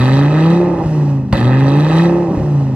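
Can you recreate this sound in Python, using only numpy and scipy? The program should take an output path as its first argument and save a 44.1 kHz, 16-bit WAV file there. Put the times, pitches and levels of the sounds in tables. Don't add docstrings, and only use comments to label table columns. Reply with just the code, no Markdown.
import sys
import numpy as np
from scipy import signal
from scipy.fft import rfft, irfft, next_fast_len
from scipy.io import wavfile
from scipy.ndimage import uniform_filter1d, map_coordinates

SR = 44100
rng = np.random.default_rng(int(sys.argv[2]) if len(sys.argv) > 2 else 0)


def transcribe(signal):
    frames = np.atleast_2d(signal).T
    limited = np.clip(frames, -1, 1)
    pcm = np.round(limited * 32767).astype(np.int16)
    wavfile.write(sys.argv[1], SR, pcm)


N = 121275

# time_s, firings_per_second
FIRING_RATE = [(0, 123.5), (.17, 137), (.34, 153.4), (.51, 168.4), (.6, 175), (.68, 176), (.85, 160),
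               (1.02, 147), (1.32, 124), (1.4, 117), (1.53, 130.5), (1.7, 139), (1.87, 155), (2.04, 170.7),
               (2.11, 171), (2.21, 174), (2.38, 154.6), (2.75, 128.5)]
CYLINDERS = [2.5, -3, 1.5, -.5, -2]


def amp(db):
    return 10 ** (np.asarray(db) / 20)


def unit(x):
    return x / np.sqrt(np.mean(x ** 2) + 1e-20)


def along(points, hz):
    point_hz, values = np.transpose(points)
    return np.interp(np.log(hz + 1), np.log(point_hz + 1), values)


def curve(rows):
    return np.interp(np.arange(N) / SR, *np.transpose(rows))


def wobble(rate):
    knots = rng.standard_normal(int(N * rate / SR) + 4)
    return map_coordinates(knots, [np.arange(N) * rate / SR])


def filtered(x, response):
    size = next_fast_len(N + SR // 2)
    hz = np.fft.rfftfreq(size, 1 / SR)
    return irfft(rfft(x, size) * response(hz), size)[..., :N]


def coloured(x, points):
    size = 2 * next_fast_len(N)
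    gain = amp(along(points, np.fft.rfftfreq(size, 1 / SR)))
    cepstrum = irfft(np.log(gain))
    cepstrum[1:size // 2] *= 2
    cepstrum[size // 2 + 1:] = 0
    return irfft(rfft(x, size) * np.exp(rfft(cepstrum)))[:N]


def firings():
    return np.cumsum(curve(FIRING_RATE) * (1 + 0.0032 * wobble(35))) / SR


def sizes(turn, pattern, scatter_db):
    k = np.arange(int(turn[-1]) + 2)
    strength_db = pattern * np.array(CYLINDERS)[k % len(CYLINDERS)]
    return amp(strength_db + scatter_db * rng.standard_normal(len(k)))


def yard(x, early_s, tail_db):
    # pitch_hz, fade_s
    tail_fade = [(100, 0.072), (1000, 0.26), (4000, 0.078), (12000, 0.027)]
    # pitch_hz, level_db
    scatter = [(60, -30), (150, -25), (300, -17.5), (600, -16.5), (1300, -8), (2500, -3.5), (6000, -4.5),
               (14000, 4.5)]
    hz, t, z = signal.stft(rng.standard_normal(SR // 2), SR, nperseg=256)
    fading = z * amp(-60 * t / along(tail_fade, hz)[:, None])
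    tail = signal.istft(fading, SR, nperseg=256)[1]
    early_fade = amp(-60 * np.arange(len(tail)) / SR / early_s)
    early = rng.standard_normal(len(tail)) * early_fade
    answer = early / np.linalg.norm(early) + amp(tail_db) * tail / np.linalg.norm(tail)
    reflected = signal.fftconvolve(x, answer / np.linalg.norm(answer))[:N]
    return filtered(reflected, lambda f: amp(along(scatter, f)))


def hiss(turn, hiss_db, flutter):
    # time_s, level_db
    hiss_level = [(0, -43), (.55, -40), (.76, -45), (.88, -39.5), (1.1, -42), (1.25, -53), (1.33, -49.5),
                  (2.05, -38), (2.27, -44.5), (2.39, -42), (2.62, -43), (2.75, -47)]
    # pitch_hz, level_db
    hiss_colour = [(30, -21.5), (70, 6.5), (300, 7.5), (900, 3.5), (1900, -3.5), (2250, -12.5), (2600, -3),
                   (3400, -10.5), (4600, -11.5), (5400, -9), (6100, -13), (7800, -14.5), (8900, -34),
                   (10000, -16.5), (12000, -25), (13200, -39.5), (15500, -37.5)]
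    fluttering = rng.standard_normal(N) * (1 + flutter * np.cos(2 * np.pi * turn))
    return unit(coloured(fluttering, hiss_colour)) * amp(curve(hiss_level) + hiss_db)


def burble(lumpy_db):
    # centre_s, width_s, level_db
    spells = [(.8, 0.05, -22.5), (1.363, 0.038, -20), (2.322, 0.046, -17.5)]
    # pitch_hz, level_db
    burble_colour = [(25, -40.5), (45, -20), (65, -3), (95, -5), (135, 0.5), (170, -0.5), (208, 7.5),
                     (240, -7.5), (290, -13), (380, -7.5), (500, -21.5), (800, -17), (1400, -36),
                     (4000, -64.5)]
    t = np.arange(N) / SR
    level = sum(amp(db) * np.exp(-.5 * ((t - s) / width) ** 2) for s, width, db in spells)
    lumpy = rng.standard_normal(N) * amp(lumpy_db * wobble(130))
    return level * unit(coloured(lumpy, burble_colour))


def thuds(thud_db):
    # start_s, level_db
    pops = [(.325, -27.5), (0.839, -19.5), (0.86, -16.5), (1.329, -8.5), (1.348, -15.5), (2.373, -15.5),
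            (2.399, -16), (2.433, -18)]
    # pitch_hz, level_db, 60 dB fade_s
    silencer = [(63.6, -20.5, 0.18), (99, -5, 0.031), (134, 10.5, 0.035), (190, -12, 0.017),
                (288, -7, 0.071), (456, -12.5, 0.019), (553, -7, 0.11), (820, -19.5, 0.017)]
    t = np.arange(N) / SR
    total = np.zeros(N)
    for start, pop_db in pops:
        since = np.maximum(t - start, 0)
        for hz, ring_db, fade in silencer:
            varied_hz = hz * (1 + 0.022 * rng.normal())
            total += amp(pop_db + ring_db - 60 * since / fade) * np.sin(2 * np.pi * varied_hz * since)
    return amp(thud_db) * total


def cracks(crack_db):
    # start_s, level_db, 60 dB fade_s
    bursts = [(0.0474, -25, .014), (.1945, -30, 0.029), (1.3267, -12.5, 0.042), (1.3563, -24.5, 0.019),
              (1.3754, -20.5, .02), (1.381, -26, 0.029), (1.959, -26, 0.018)]
    # pitch_hz, level_db
    crack_colour = [(100, -11.5), (400, 3), (560, -3), (680, 3), (850, 12.5), (1150, 2.5), (1450, -10),
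                    (2000, 0.5), (2250, -10), (2600, -6), (3100, -10.5), (4700, -9), (6300, -25),
                    (7800, -20.5), (9000, -33.5), (11000, -22.5), (15500, -42)]
    t = np.arange(N) / SR
    blast = np.zeros(N)
    for start, db, fade in bursts:
        blast += (t >= start) * amp(db - 60 * np.maximum(t - start, 0) / fade)
    noise = rng.standard_normal(N)
    return amp(crack_db) * coloured(noise * blast, crack_colour) / coloured(noise, crack_colour).std()


def lope(turn, lope_db, waver_db):
    # multiple of the engine cycle rate, level_db
    cycle_tones = [(2, -39.5), (3, -35), (4, -31.5), (6, -33.5), (7, -33.5), (8, -32), (9, -30),
                   (11, -35.5), (12, -33.5)]
    # pitch_hz, level_db
    chambers = [(48, -6), (65, 1), (90, -3), (115, -4), (145, 5.5), (175, -8), (203, 6.5), (237, -10),
                (280, 1), (315, -11.5), (350, 3), (420, -11.5)]
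    cycle_hz, cycle = curve(FIRING_RATE) / len(CYLINDERS), turn / len(CYLINDERS)
    tones = np.zeros(N)
    for multiple, db in cycle_tones:
        k = round(multiple)
        level_db = db + along(chambers, k * cycle_hz) + waver_db * wobble(15)
        tones += amp(level_db) * np.sin(2 * np.pi * (k * cycle + rng.random()))
    return amp(lope_db) * tones


def puffs(turn, level_db, colour):
    drift = .05
    rise, fade = .025, 0.25
    bed = 0.11
    drifted = np.clip(turn + drift * wobble(140), 0, turn[-1])
    since = drifted % 1
    shape = (1 - np.exp(-since / rise)) * np.exp(-since / fade)
    puff = shape * sizes(turn, pattern=.35, scatter_db=2.1)[drifted.astype(int)]
    jet = coloured((puff + bed) * rng.standard_normal(N), colour)
    return unit(jet) * amp(level_db)


def sizzle(turn):
    # time_s, level_db
    sizzle_level = [(0, -34.5), (0.218, -37.5), (.29, -44.5), (0.419, -38.5), (.56, -40.5), (.64, -56),
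                    (1.319, -74.5), (1.334, -36.5), (1.429, -36.5), (1.52, -43), (1.7, -39), (1.84, -40),
                    (1.982, -33.5), (2.07, -41.5), (2.151, -63), (2.75, -65.5)]
    # pitch_hz, level_db
    sizzle_colour = [(500, -25.5), (2200, -17), (2900, -8.5), (3200, -3), (3500, -4.5), (3900, 2),
                     (4200, -11.5), (4550, -3.5), (5100, -20), (5450, -9), (6200, -19.5), (7900, -15.5),
                     (8900, -35), (10500, -16.5), (13000, -38), (15500, -49.5)]
    return puffs(turn, curve(sizzle_level), sizzle_colour)


def rasp(turn, rasp_db):
    # time_s, level_db
    rasp_level = [(0, -27.5), (0.219, -31.5), (.33, -32), (.43, -31.5), (.55, -33.5), (.64, -40),
                  (0.831, -46), (.92, -48.5), (1.1, -49.5), (1.318, -58.5), (1.335, -29.5), (1.43, -30.5),
                  (1.601, -31.5), (1.82, -33), (2.0, -28.5), (2.159, -41.5), (2.3, -49.5), (2.381, -45.5),
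                  (2.46, -51), (2.75, -53)]
    # pitch_hz, level_db
    rasp_colour = [(150, -47.5), (400, -1.5), (560, 3), (675, -7.5), (780, 5), (1090, -1), (1280, 7.5),
                   (1410, -10.5), (1570, 1.5), (1980, 3.5), (2120, -7), (2300, -13.5), (2530, 4),
                   (2730, -6), (2900, -17.5), (4000, -21), (6000, -37.5), (15500, -71.5)]
    return puffs(turn, curve(rasp_level) + rasp_db, rasp_colour)


def bark(turn, bark_db, scatter_db, jitter_s, even, rough, fade):
    # time_s, level_db
    bark_level = [(0, -22), (.5, -21), (.8, -21), (.9, -29.5), (1.04, -27), (1.2, -34), (1.32, -41.5),
                  (1.37, -21.5), (1.9, -21), (2.14, -20), (2.27, -23.5), (2.41, -25.5), (2.46, -28.5),
                  (2.65, -30.5), (2.75, -31.5)]
    # pitch_hz, level_db
    pipe = [(30, -43.5), (62, -10.5), (100, -10.5), (150, -10), (205, -3.5), (238, -12.5), (280, 9),
            (330, 6), (400, 1.5), (465, 0.5), (550, 4.5), (620, 0.5), (675, -11), (765, 2), (880, -2),
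            (1090, -12), (1270, -13.5), (1410, -24.5), (1900, -23.5), (3000, -47.5), (6000, -79)]
    coast_rough = 0.28
    k = np.arange(1, int(turn[-1]))
    at = np.interp(k, turn, np.arange(N)) + jitter_s * SR * rng.standard_normal(len(k))
    size = sizes(turn, 0.9, scatter_db)[k]
    height = size - (1 - even) * size.mean()
    pulses = np.bincount(np.clip(at, 0, N - 1).astype(int), height, N)
    churn = rng.standard_normal(N) * np.exp(-(turn % 1) / fade)
    falling = 1. * (np.gradient(curve(FIRING_RATE)) < 0)
    coasting = uniform_filter1d(falling, size=SR // 8)
    share = np.clip(rough + coast_rough * coasting, 0, 1)
    blow = np.sqrt(1 - share) * unit(pulses) + np.sqrt(share) * unit(churn)
    return unit(coloured(blow, pipe)) * amp(curve(bark_level) + bark_db)


def boom(turn, octave_db, third_db, shake_db):
    # time_s, level_db
    firing_level = [(0, -10), (.35, -11.5), (.52, -8.5), (.6, -14.5), (.72, -17), (.8, -25.5), (.85, -16),
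                    (1.03, -11.7), (1.19, -14.5), (1.29, -27), (1.35, -26.5), (1.39, -15.5), (1.46, -9.5),
                    (1.9, -11.5), (2.01, -8.5), (2.12, -15), (2.24, -19.5), (2.34, -25), (2.42, -17),
                    (2.57, -11), (2.75, -17.5)]
    # time_s, level_db
    upper_level = [(0, -19.5), (.2, -17), (.34, -34), (.41, -24), (.53, -22.5), (.6, -14), (.76, -25.5),
                   (.85, -33), (1.0, -39.5), (1.15, -23), (1.3, -30.5), (1.42, -20), (1.7, -18),
                   (1.88, -30.5), (2.04, -21.5), (2.14, -15.5), (2.3, -23), (2.41, -45), (2.6, -26.5),
                   (2.75, -24)]
    phase = 2 * np.pi * turn
    first = amp(curve(firing_level) + shake_db * wobble(60)) * np.sin(phase - .5)
    upper = amp(curve(upper_level) + 0.37 * wobble(60))
    octave = amp(octave_db) * np.cos(2 * phase + .5)
    third = amp(third_db) * np.cos(3 * phase)
    return np.sqrt(2) * (first + upper * (octave + third))


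def scene():
    # pitch_hz, difference_db
    lean = [(60, 1.5), (200, 1), (380, -1), (700, -1), (1290, -7), (2380, 1), (4400, -7.5), (8120, -3),
            (15000, 9.5)]
    lag_s = 4.3e-5
    wash_db = -8.5
    turn = firings()
    car = hiss(turn, hiss_db=2, flutter=0.14)
    car += burble(lumpy_db=2.5)
    car += thuds(thud_db=0.5) + cracks(crack_db=1.5)
    car += lope(turn, lope_db=2.5, waver_db=2.5)
    car += sizzle(turn) + rasp(turn, rasp_db=4)
    car += bark(turn, bark_db=1.5, scatter_db=1.04, jitter_s=.0001, even=0.5, rough=0.46, fade=.7)
    car += boom(turn, octave_db=0.4, third_db=-17, shake_db=1.0)
    side = np.array([[.5], [-.5]])
    direct = filtered(car, lambda f: amp(side * along(lean, f)) * np.exp(-2j * np.pi * f * side * lag_s))
    sides = 2 * side * yard(car, early_s=.02, tail_db=-6.5)
    middle = amp(wash_db) * yard(car, early_s=.05, tail_db=-1.5)
    return direct + sides + middle


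def record(dry):
    top_hz = 15900
    bass_cut = signal.butter(3, 48, "highpass", fs=SR, output="sos")
    thin = signal.sosfilt(bass_cut, dry)
    soft = thin / (1 + np.abs(thin / .93) ** 8) ** (1 / 8)
    return filtered(soft, lambda hz: hz < top_hz)


dry = scene()
out = record(dry)
transcribe(out)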